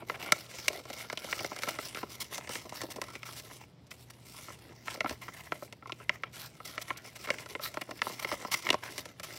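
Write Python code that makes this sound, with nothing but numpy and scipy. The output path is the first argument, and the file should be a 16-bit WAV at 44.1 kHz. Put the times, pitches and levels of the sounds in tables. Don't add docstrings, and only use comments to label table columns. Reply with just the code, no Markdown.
import sys
import numpy as np
from scipy import signal
from scipy.fft import rfft, irfft, next_fast_len
from scipy.io import wavfile
from scipy.ndimage import uniform_filter1d, map_coordinates

SR = 44100
rng = np.random.default_rng(int(sys.argv[2]) if len(sys.argv) > 2 else 0)


def master_out(mix):
    frames = np.transpose(np.atleast_2d(mix))
    ceiling = np.clip(frames, -1, 1)
    pcm = np.round(ceiling * 32767).astype(np.int16)
    wavfile.write(sys.argv[1], SR, pcm)


N = 413658
TIME = np.arange(N) / SR


def undb(db):
    return 10 ** (np.asarray(db) / 20)


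def unit(x):
    return x / np.sqrt(np.mean(x ** 2) + 1e-30)


def bins(size):
    return np.maximum(np.arange(size // 2 + 1) * SR / size, 1)


def colour(points, hz):
    points_hz, points_db = np.transpose(points)
    level_db = np.interp(np.log(hz), np.log(points_hz), points_db)
    return undb(level_db) / (1 + (hz / (2 * points_hz[-1])) ** 4)


def walk(rate_hz):
    knots = rng.standard_normal(N // 20)
    return np.sqrt(1.5) * np.interp(TIME * rate_hz, np.arange(len(knots)), knots)


# pitch_hz, width_hz, lift_db (at full drive)
SHEET_RESONANCES = [(611, 46, 8.5), (1050, 90, 11), (1332, 49, 14.5), (2123, 247, 11.5), (2820, 160, 5.5),
                    (4000, 50, 4.5), (4530, 91, 5), (5310, 320, 6), (5986, 200, 7.5)]


def sheet(hz, power_shares=1):
    pitch_hz, width_hz, lift_db = np.transpose(SHEET_RESONANCES)
    peaks = (undb(lift_db) ** 2 - 1) / (1 + (2 * (hz[:, None] - pitch_hz) / width_hz) ** 2)
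    return np.sqrt(1 + np.sum(power_shares * peaks, axis=1))


def causal(gain):
    cepstrum = irfft(np.log(gain + 1e-6))
    half = len(cepstrum) // 2
    cepstrum[1:half] *= 2
    cepstrum[half + 1:] = 0
    return np.exp(rfft(cepstrum))


def through_paper(force, points, drive=0.58):
    hz = bins(size=2048)
    response = irfft(causal(colour(points, hz) * sheet(hz, drive)))
    return unit(signal.fftconvolve(force, response)[:N])


def slips(rate_hz, spread_db, smooth, slip_ms=1.0):
    sizes = undb(spread_db * np.minimum(rng.exponential(size=N), 3))
    starts = (rng.random(N) < rate_hz / SR) * sizes ** 2
    power = signal.lfilter([1], [1, -np.exp(-1000 / (slip_ms * SR))], starts)
    return rng.standard_normal(N) * np.sqrt(power / np.mean(power) + smooth ** 2)


def friction(force, points, waver_db=3.0, drift_oct=.04, count=5):
    size = next_fast_len(N)
    spectrum = rfft(through_paper(force, points), size)
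    thirds = 3 * np.log2(bins(size))
    out = 0
    for k in range(count):
        share = np.maximum(1 - np.abs((thirds - k + count / 2) % count - count / 2), 0)
        out = out + irfft(spectrum * share, size)[:N] * undb(waver_db * walk(rate_hz=22))
    place = np.cumsum(2 ** (drift_oct * walk(rate_hz=6)))
    return unit(map_coordinates(out, [place], order=3, mode="mirror"))


# start_s, length_s, rub_db (before RUB_GAIN_DB), flex_db,
# hiss_db (before the brightness)
SLIDE_STROKES = [(0, .004, -42, -54, -79), (0.077, .09, -54, -51, -71), (0.195, .095, -38.5, -47, -54),
                 (0.33, 0.083, -60, -55, -49.5), (0.493, .2, -60, -58.5, -46.5),
                 (0.684, .115, -53, -51, -51), (0.879, .18, -51, -55, -51), (1.181, .12, -52, -54, -53),
                 (1.284, .18, -50, -51.5, -45.5), (1.486, .11, -53, -56, -54), (1.616, .1, -46.5, -50, -45),
                 (1.721, .04, -50.5, -58, -51), (1.787, .05, -48, -54.5, -45.5),
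                 (1.843, .08, -64, -62, -51), (1.955, .06, -47.5, -55, -48.5),
                 (2.092, .06, -57, -59, -45.5), (2.207, 0.037, -52.5, -55, -49),
                 (2.314, 0.065, -50, -55.5, -45), (2.401, .05, -50.5, -57, -54),
                 (2.505, .085, -50.5, -52.5, -44.5), (2.732, .07, -51.5, -56, -49),
                 (2.8, .06, -51, -50, -53), (2.882, .05, -68, -52, -61), (2.951, .03, -68, -48, -79),
                 (3.022, .08, -55, -55, -65), (3.129, .04, -50, -55, -58), (3.273, .12, -55, -59.5, -53.5),
                 (3.437, .04, -60, -59.5, -55.5), (3.513, .06, -69, -62, -51.5),
                 (3.598, 0.037, -55.5, -66, -58), (3.913, .03, -64, -57, -55),
                 (3.973, .06, -74, -70, -58.5), (4.248, .09, -76, -68, -57.5),
                 (4.354, 0.19, -56, -66, -53.5), (4.605, .11, -57, -59, -72), (4.863, .08, -47, -54, -49),
                 (4.954, .06, -66, -54, -63), (5.064, .07, -49, -52, -51), (5.227, .07, -52.5, -61.5, -59),
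                 (5.328, .08, -52, -66, -54.5), (5.43, .05, -53, -66, -59),
                 (5.516, 0.055, -50.5, -55.5, -59), (5.622, .04, -65, -60, -55.5),
                 (5.989, .04, -52.5, -65, -62), (6.106, .05, -52.5, -62, -63), (6.25, .03, -53, -57.5, -81),
                 (6.334, .14, -52.5, -61.5, -49.5), (6.651, 0.064, -48.5, -57, -48),
                 (6.727, 0.15, -54.5, -65.5, -59), (6.873, 0.038, -47, -56.5, -49),
                 (6.941, .06, -51, -63.5, -73), (7.04, .045, -50, -62, -49.5),
                 (7.191, 0.055, -57, -59.5, -51.5), (7.272, .075, -46, -50, -50.5),
                 (7.387, .04, -47.5, -57.5, -52), (7.432, 0.023, -63, -52, -63),
                 (7.491, .02, -46.5, -50, -46.5), (7.613, 0.059, -45, -57, -42),
                 (7.748, .09, -55, -60, -59.5), (7.878, .03, -58, -49, -77),
                 (8.028, .11, -48.5, -53.5, -46.5), (8.153, .1, -51, -57, -52.5),
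                 (8.272, .07, -45.5, -53, -44.5), (8.348, .14, -52, -55, -52.5),
                 (8.533, .06, -51, -54.5, -45.5), (8.633, .11, -46, -48, -53),
                 (8.827, .06, -43.5, -57, -48.5), (8.894, 0.12, -64, -56, -49.5),
                 (9.052, .06, -60, -58, -60.5), (9.243, .14, -55.5, -60.5, -48.5)]
SLIDE_ATTACK_S, SLIDE_RELEASE_S = .02, .016
# time_s, rub_db (before RUB_GAIN_DB)
HOLD_RUBBING = [(0, -66), (.035, -78), (.058, -78), (.075, -62), (.155, -62), (.178, -66), (.21, -59),
                (.4, -57.5), (.76, -58), (.835, -62.5), (.9, -59), (2.4, -60), (3.5, -63), (3.68, -79),
                (3.86, -83), (4.0, -67.5), (4.08, -72), (4.3, -65), (4.8, -64), (5.65, -66), (5.8, -81),
                (5.95, -70), (6.28, -72.5), (6.45, -66), (7.5, -62), (7.98, -61), (8.1, -60), (8.55, -60),
                (8.8, -65), (8.95, -60), (9.15, -67), (9.3, -62)]
HOLD_FLEX_DB, HOLD_HISS_DB = -4, 2


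def slide_gains():
    offsets_db = np.array([[0], [HOLD_FLEX_DB], [HOLD_HISS_DB]])
    power = undb(np.interp(TIME, *np.transpose(HOLD_RUBBING)) + offsets_db) ** 2
    for start_s, length_s, *levels_db in SLIDE_STROKES:
        span_s = [start_s - SLIDE_ATTACK_S, start_s + length_s + 10 * SLIDE_RELEASE_S]
        near = slice(*np.searchsorted(TIME, span_s))
        age_s = TIME[near] - start_s
        rise = np.clip(age_s / SLIDE_ATTACK_S + .5, 0, 1)
        stroke = rise * np.exp(-np.maximum(age_s - length_s, 0) / SLIDE_RELEASE_S)
        power[:, near] += np.outer(undb(levels_db), stroke) ** 2
    return np.sqrt(power)


# pitch_hz, level_db
RUB_SPECTRUM = [(400, -21), (700, 0.5), (1200, -7), (1650, -3), (2400, -4.5), (3200, -6.5), (4500, -19),
                (8000, -39)]
# pitch_hz, level_db
FLEX_SPECTRUM = [(90, -18), (200, -2), (350, 7.5), (600, 0), (800, -7), (1300, -45.5)]
# pitch_hz, level_db
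HISS_SPECTRUM = [(1800, -9.5), (3400, -1), (5500, -2), (6800, -3.5), (9000, -5.5), (12000, -5.5),
                 (16000, -9)]
# time_s, lift_db (above BRIGHT_HZ)
HISS_BRIGHTNESS = [(0, 5), (.55, -4), (2.3, 0), (3.3, 0.5), (3.9, 2.5), (4.4, 2), (4.9, -3), (5.6, 4),
                   (6.4, -0.5), (7.0, -1), (7.65, 0), (8.1, 1), (9.3, -2.5)]
BRIGHT_HZ, RUB_GAIN_DB = 7000, -2


def sliding(rub_gain, flex_gain, hiss_gain, flutter_db=1.03):
    rub = friction(slips(rate_hz=280, spread_db=5, smooth=0.6), RUB_SPECTRUM)
    flex = friction(slips(rate_hz=150, spread_db=1, smooth=0.6), FLEX_SPECTRUM)
    hiss = friction(slips(rate_hz=450, spread_db=4.5, smooth=0.9), HISS_SPECTRUM)
    treble = signal.butter(3, BRIGHT_HZ, "high", fs=SR, output="sos")
    lift = undb(np.interp(TIME, *np.transpose(HISS_BRIGHTNESS)))
    hiss = hiss + signal.sosfiltfilt(treble, hiss) * (lift - 1)
    grip = unit(undb(flutter_db * (walk(rate_hz=40) + walk(rate_hz=130))))
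    return grip * (rub * rub_gain * undb(RUB_GAIN_DB) + flex * flex_gain + hiss * hiss_gain)


# pitch_hz, level_db
RUMBLE_SPECTRUM = [(20, -44), (40, -32.5), (58, -5.5), (90, -1.5), (150, -1), (220, -7), (400, -11),
                   (900, -20.5), (1500, -27), (5000, -29), (16000, -67)]
RUMBLE_DB = -58.5
HUM_HZ, HUM_DB, HUM_WAVER_RAD = 120, -62, .6


def background():
    noise = rng.standard_normal(N)
    rumble = unit(irfft(rfft(noise) * colour(RUMBLE_SPECTRUM, bins(N)), N))
    phase_rad = 2 * np.pi * HUM_HZ * TIME + HUM_WAVER_RAD * walk(rate_hz=9)
    hum = unit(np.sin(phase_rad) * undb(2.2 * walk(rate_hz=11)))
    return undb(RUMBLE_DB) * rumble + undb(HUM_DB) * hum


# start_s, ring_db, centre_hz (of the ring), flap_db, crack_db
FACET_SNAPS = [(.022, -54.5, 930, -41.5, -74.5), (.098, -30.5, 1510, -36, -44),
               (.117, -54, 2290, -48, -57.5), (.271, -58, 2190, -50, -64), (.3218, -21, 1860, -32.5, -21.5),
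               (.6819, -24.5, 2540, -39, -25), (.702, -57, 1000, -39, -54), (.7305, -53, 1400, -45, -45.5),
               (.854, -50.5, 1180, -48, -53), (.901, -47, 1770, -40, -45.5), (1.0997, -37, 1600, -50, -44),
               (1.1275, -41, 1520, -37, -42), (1.174, -36.5, 3020, -46, -41),
               (1.244, -50, 1810, -41, -44.5), (1.3274, -28.5, 1790, -41, -44),
               (1.392, -38.5, 2230, -63, -44.5), (1.406, -45, 1400, -39.5, -45),
               (1.4456, -36.5, 1790, -34, -40.5), (1.5171, -39.5, 1030, -40, -62),
               (1.5625, -43.5, 1650, -48, -44), (1.588, -46, 1980, -46, -43), (1.621, -44, 2000, -54, -44),
               (1.634, -33.5, 1600, -41, -37), (1.675, -39, 1260, -36.5, -53),
               (1.7876, -36.5, 1480, -37.5, -45), (1.861, -54, 1800, -49, -49),
               (1.9474, -42, 2330, -44.5, -43.5), (1.971, -41.5, 1570, -42.5, -50),
               (1.984, -44, 1700, -50, -57), (2.0298, -37.5, 1100, -36, -51),
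               (2.3803, -41.5, 1190, -43, -39.5), (2.474, -46.5, 1780, -49, -50),
               (2.493, -47, 1310, -38.5, -42), (2.506, -45, 1600, -54, -50), (2.554, -38, 1760, -46, -41),
               (2.6558, -67, 790, -42, -55), (2.694, -60, 2500, -56, -46.5),
               (2.7224, -43.5, 1030, -42.5, -52), (2.9605, -55, 990, -41.5, -48),
               (2.816, -42.5, 1720, -40, -38.5), (2.8347, -52, 1200, -34.5, -47),
               (2.9834, -46, 990, -39.5, -66), (3.0162, -37, 1420, -40, -37.5), (3.04, -51, 1480, -53, -50),
               (3.084, -48, 1290, -57, -53), (3.1537, -43, 1900, -45.5, -47.5),
               (3.231, -41, 2010, -55, -49), (3.288, -46.5, 1360, -51, -58), (3.398, -52, 1900, -54, -46.5),
               (3.511, -51.5, 1660, -51, -57), (3.868, -71, 2500, -71, -62.5),
               (3.9143, -45.5, 2150, -59, -51), (4.344, -54, 1110, -68, -62),
               (4.4835, -45.5, 1380, -49, -70), (4.502, -47, 1340, -52, -68),
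               (4.8814, -33.5, 1600, -46.5, -52), (4.947, -49, 1100, -44.5, -64),
               (4.974, -63, 900, -45, -64), (5.0066, -29, 1910, -36.5, -38),
               (5.0444, -36, 1210, -32.5, -51), (5.06, -31, 1350, -37, -62),
               (5.0947, -38.5, 1720, -52, -40), (5.1087, -45, 1550, -35.5, -52),
               (5.2815, -41.5, 1510, -54, -69), (5.287, -42.5, 1450, -50, -69),
               (5.5209, -29.5, 1500, -34.5, -47), (5.6235, -45, 1240, -38.5, -67),
               (5.7255, -48, 2250, -49.5, -49.5), (5.8245, -48.5, 1340, -55, -88),
               (5.8575, -44.5, 1140, -57, -67), (5.873, -55, 2400, -51, -56.5),
               (5.8956, -40.5, 1100, -53, -54), (5.921, -37, 2750, -43, -46.5),
               (6.001, -50, 1310, -52, -70), (6.0943, -22.5, 2000, -37.5, -37),
               (6.235, -32, 1610, -47, -48), (6.6022, -44, 1180, -51.5, -65),
               (6.779, -33.5, 1730, -43, -45), (6.9045, -30.5, 1600, -40.5, -67),
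               (7.991, -48, 2100, -64, -57), (7.273, -41, 1690, -46, -51), (7.288, -35, 1350, -44, -54),
               (7.3035, -27, 2010, -32.5, -35.5), (7.3843, -43.5, 2120, -63, -49.5),
               (7.4598, -46, 1440, -52, -50.5), (7.5513, -35.5, 1860, -38.5, -53),
               (7.595, -40.5, 1340, -44, -61), (7.742, -48, 1500, -47, -46.5),
               (7.7713, -33.5, 1390, -34.5, -51), (7.816, -37.5, 2120, -41.5, -45.5),
               (7.89, -47, 1010, -40.5, -73), (7.9106, -41.5, 1620, -41, -47),
               (8.018, -26, 1720, -41, -36.5), (8.0684, -34, 1110, -38.5, -57),
               (8.098, -48, 1100, -41, -51), (8.2468, -32, 1810, -35.5, -44),
               (8.3155, -33.5, 1220, -39, -42), (8.324, -38.5, 1670, -33, -43),
               (8.337, -43, 1180, -40, -63), (8.449, -36.5, 1150, -38, -52), (8.482, -52, 1000, -49, -62),
               (8.542, -29.5, 2180, -47, -32.5), (8.624, -64, 2470, -70, -45),
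               (8.667, -36.5, 1670, -61, -65), (8.683, -53, 1980, -56, -63), (8.69, -29.5, 1830, -38, -39),
               (8.7035, -22, 2960, -28.5, -27.5), (8.7293, -34, 1600, -33.5, -38),
               (8.7423, -28.5, 1006, -28, -39.5), (8.9802, -41.5, 2040, -44, -37),
               (8.991, -51, 2410, -49, -41), (9.0553, -45.5, 1660, -46, -46),
               (9.198, -45.5, 1620, -50.5, -45)]
# pitch_hz, level_db
RING_SPECTRUM = [(450, -15.5), (750, 5.5), (1100, -1), (1550, -5.5), (2400, -2.5), (3200, 1.5), (4500, -4),
                 (8000, -58.5)]
# pitch_hz, level_db
FLAP_SPECTRUM = [(50, -23), (130, -7), (340, 5), (600, 2.5), (850, -7.5), (1500, -29.5)]
# pitch_hz, level_db
CRACK_SPECTRUM = [(2000, -8), (3700, -0.5), (5600, -2.5), (7000, -3), (10000, -7), (16000, -15)]
BUCKLE_MS, BUCKLE_DB, HALVING_DB = 4.16, -34.5, 20.5
DETUNE, DRIVE_SPREAD_DB = .01, 0.6


def snaps(facets, scatter=0.14, lead_ms=0.48, lag_ms=3.4, lag_hz=280, focus_oct=1.0, flap_stretch=2.7,
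          crack_stretch=0.91, damping_ms=16, note_db=4, note_width=0.12, size=2048):
    pop = size // 16
    out = np.zeros(N + 2 * size)
    hz = bins(size)
    ms = (np.arange(size) - pop) / SR * 1000
    delay_ms = lag_ms / np.sqrt(1 + (hz / lag_hz) ** 2)
    dispersion = np.exp(-2j * np.pi * np.cumsum(delay_ms) / 1000 * SR / size)
    span = np.sqrt(.01 * SR / size)
    treble_oct = np.maximum(np.log2(hz / 5000), 0)
    fingers = np.exp(-(ms / damping_ms) ** 2)
    for start_s, ring_db, centre_hz, flap_db, crack_db in facets:
        buckle_ms = BUCKLE_MS * 2 ** ((BUCKLE_DB - ring_db) / HALVING_DB)
        tuning = 1 + DETUNE * rng.standard_normal()
        shares = undb(2 * DRIVE_SPREAD_DB * rng.standard_normal(len(SHEET_RESONANCES)))
        body = sheet(hz * tuning, shares)
        focus = 1 / (1 + (np.log2(hz / centre_hz) / focus_oct) ** 2) ** 2
        note = 1 + (undb(note_db) - 1) / (1 + (2 * (hz / centre_hz - 1) / note_width) ** 2)
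        softness = undb(min(crack_db - ring_db, 0) * treble_oct)
        parts = [(colour(RING_SPECTRUM, hz) * focus * note, ring_db, 1),
                 (colour(FLAP_SPECTRUM, hz), flap_db, flap_stretch),
                 (colour(CRACK_SPECTRUM, hz) * softness, crack_db, crack_stretch)]
        for gain, level_db, stretch in parts:
            decay_ms = np.where(ms < 0, lead_ms, max(buckle_ms * stretch, .5))
            jolt = scatter * rng.standard_normal(size) * np.exp(-np.abs(ms) / decay_ms)
            jolt[pop] += rng.choice([-1, 1])
            push = rfft(jolt)
            broad = np.sqrt(uniform_filter1d(np.abs(push) ** 2, size=24))
            wave = fingers * irfft(push * causal(gain * body / broad) * dispersion)
            start = int(start_s * SR)
            out[start:start + size] += undb(level_db) * span * unit(wave)
    return out[pop:pop + N]


CRINKLES_PER_S, CRINKLE_DB, CRINKLE_SPREAD_DB = 12, -56, 2.5
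USUAL_SLIDE_DB, CRINKLE_DB_PER_SLIDE_DB = -55.5, 0.78
CRINKLE_HZ, CRINKLE_SPREAD_OCT = 1800, 0.47
CRINKLE_FLAP_DB, CRINKLE_CRACK_DB = -4, -1.5


def crinkles(rub, flex, count=200):
    chance = rng.standard_normal((count, 4))
    turns_s = (np.arange(count) + rng.random(count)) / CRINKLES_PER_S
    bending_s = np.cumsum(np.sqrt(flex) / np.mean(np.sqrt(flex))) / SR
    rows = []
    for i, (strength, pitch, flap, crack) in zip(np.searchsorted(bending_s, turns_s), chance):
        if i < N:
            effort_db = 10 * np.log10(rub[i] * flex[i]) - USUAL_SLIDE_DB
            ring_db = CRINKLE_DB + CRINKLE_DB_PER_SLIDE_DB * effort_db + CRINKLE_SPREAD_DB * strength
            centre_hz = CRINKLE_HZ * 2 ** (CRINKLE_SPREAD_OCT * pitch)
            flap_db = ring_db + CRINKLE_FLAP_DB + CRINKLE_SPREAD_DB * flap
            crack_db = ring_db + CRINKLE_CRACK_DB + CRINKLE_SPREAD_DB * crack
            rows.append((TIME[i], ring_db, centre_hz, flap_db, crack_db))
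    return rows


# start_s, length_s, rub_db, hiss_db
EDGE_SCUFFS = [(0.142, 0.019, -42, -58), (0.934, 0.0074, -53, -44), (0.977, 0.053, -55, -47),
               (1.686, 0.0075, -33.5, -34), (2.203, 0.025, -60, -35.5), (2.343, 0.0076, -57, -39),
               (2.903, 0.021, -56, -41.5), (3.254, 0.023, -50.5, -47.5), (3.363, 0.036, -68, -45.5),
               (3.908, 0.012, -61, -48), (4.101, 0.0086, -53, -47.5), (5.215, 0.024, -48.5, -49.5),
               (6.65, 0.013, -57, -42.5), (6.815, 0.012, -51, -39.5), (6.971, 0.01, -61, -44.5),
               (7.156, 0.016, -50, -46.5), (7.24, 0.021, -42.5, -48.5), (7.812, 0.0065, -40, -40),
               (8.193, 0.0095, -43, -41), (8.224, .011, -38, -42), (8.5156, 0.032, -38, -32.5),
               (9.232, 0.019, -45.5, -42.5)]


def scuffs(edge_s=0.0028):
    rub = through_paper(slips(rate_hz=1700, spread_db=2.2, smooth=0.8), RUB_SPECTRUM)
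    hiss = through_paper(slips(rate_hz=1700, spread_db=2.2, smooth=0.8), HISS_SPECTRUM)
    out = np.zeros(N)
    for start_s, length_s, rub_db, hiss_db in EDGE_SCUFFS:
        end_s = start_s + length_s
        corners_s = [start_s - edge_s, start_s + edge_s, end_s - edge_s, end_s + 2 * edge_s]
        gate = np.interp(TIME, corners_s, [0, 1, 1, 0])
        out += gate * (rub * undb(rub_db) + hiss * undb(hiss_db))
    return out


# start_s, level_db
DESK_BUMPS = [(5.100, -50.5)]


def bumps(pitch_hz=78, length_s=0.04):
    out = np.zeros(N)
    for start_s, level_db in DESK_BUMPS:
        age_s = np.clip(TIME - start_s, 0, length_s)
        swell = 2 * np.sin(np.pi * age_s / length_s)
        out += undb(level_db) * swell * np.sin(2 * np.pi * pitch_hz * age_s)
    return out


def desk(x, lag_s=0.001104, bounce=0.28, dull_hz=3500):
    moving_lag_s = lag_s * 2 ** (.35 * walk(rate_hz=5))
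    dull = signal.sosfilt(signal.butter(1, dull_hz, fs=SR, output="sos"), x)
    return x + bounce * np.interp(TIME - moving_lag_s, TIME, dull)


ROOM_T60_S, ROOM_DB = 0.3, -22


def room(x, first_s=0.0012, dull_hz=9500):
    t = TIME[:SR // 2]
    tail = rng.standard_normal(len(t)) * undb(-60 * t / ROOM_T60_S) * np.minimum(t / first_s, 1) ** 2
    tail = tail / np.sqrt(np.sum(tail ** 2))
    tail = signal.sosfilt(signal.butter(1, dull_hz, fs=SR, output="sos"), tail)
    return undb(ROOM_DB) * signal.fftconvolve(x, tail)[:N]


def scene():
    rub, flex, hiss = slide_gains()
    pops = snaps(FACET_SNAPS) + snaps(crinkles(rub, flex))
    paper = desk(pops + sliding(rub, flex, hiss) + scuffs())
    return (paper + room(paper) + bumps() + background())[None]


def record(dry):
    coloured = (dry + signal.lfilter(*signal.iirnotch(6400, 22, fs=SR), dry)) / 2
    thinned = signal.sosfilt(signal.butter(7, 50, "high", fs=SR, output="sos"), coloured)
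    return signal.sosfilt(signal.ellip(10, .2, 70, 15750, fs=SR, output="sos"), thinned)


dry = scene()
out = record(dry)
master_out(out)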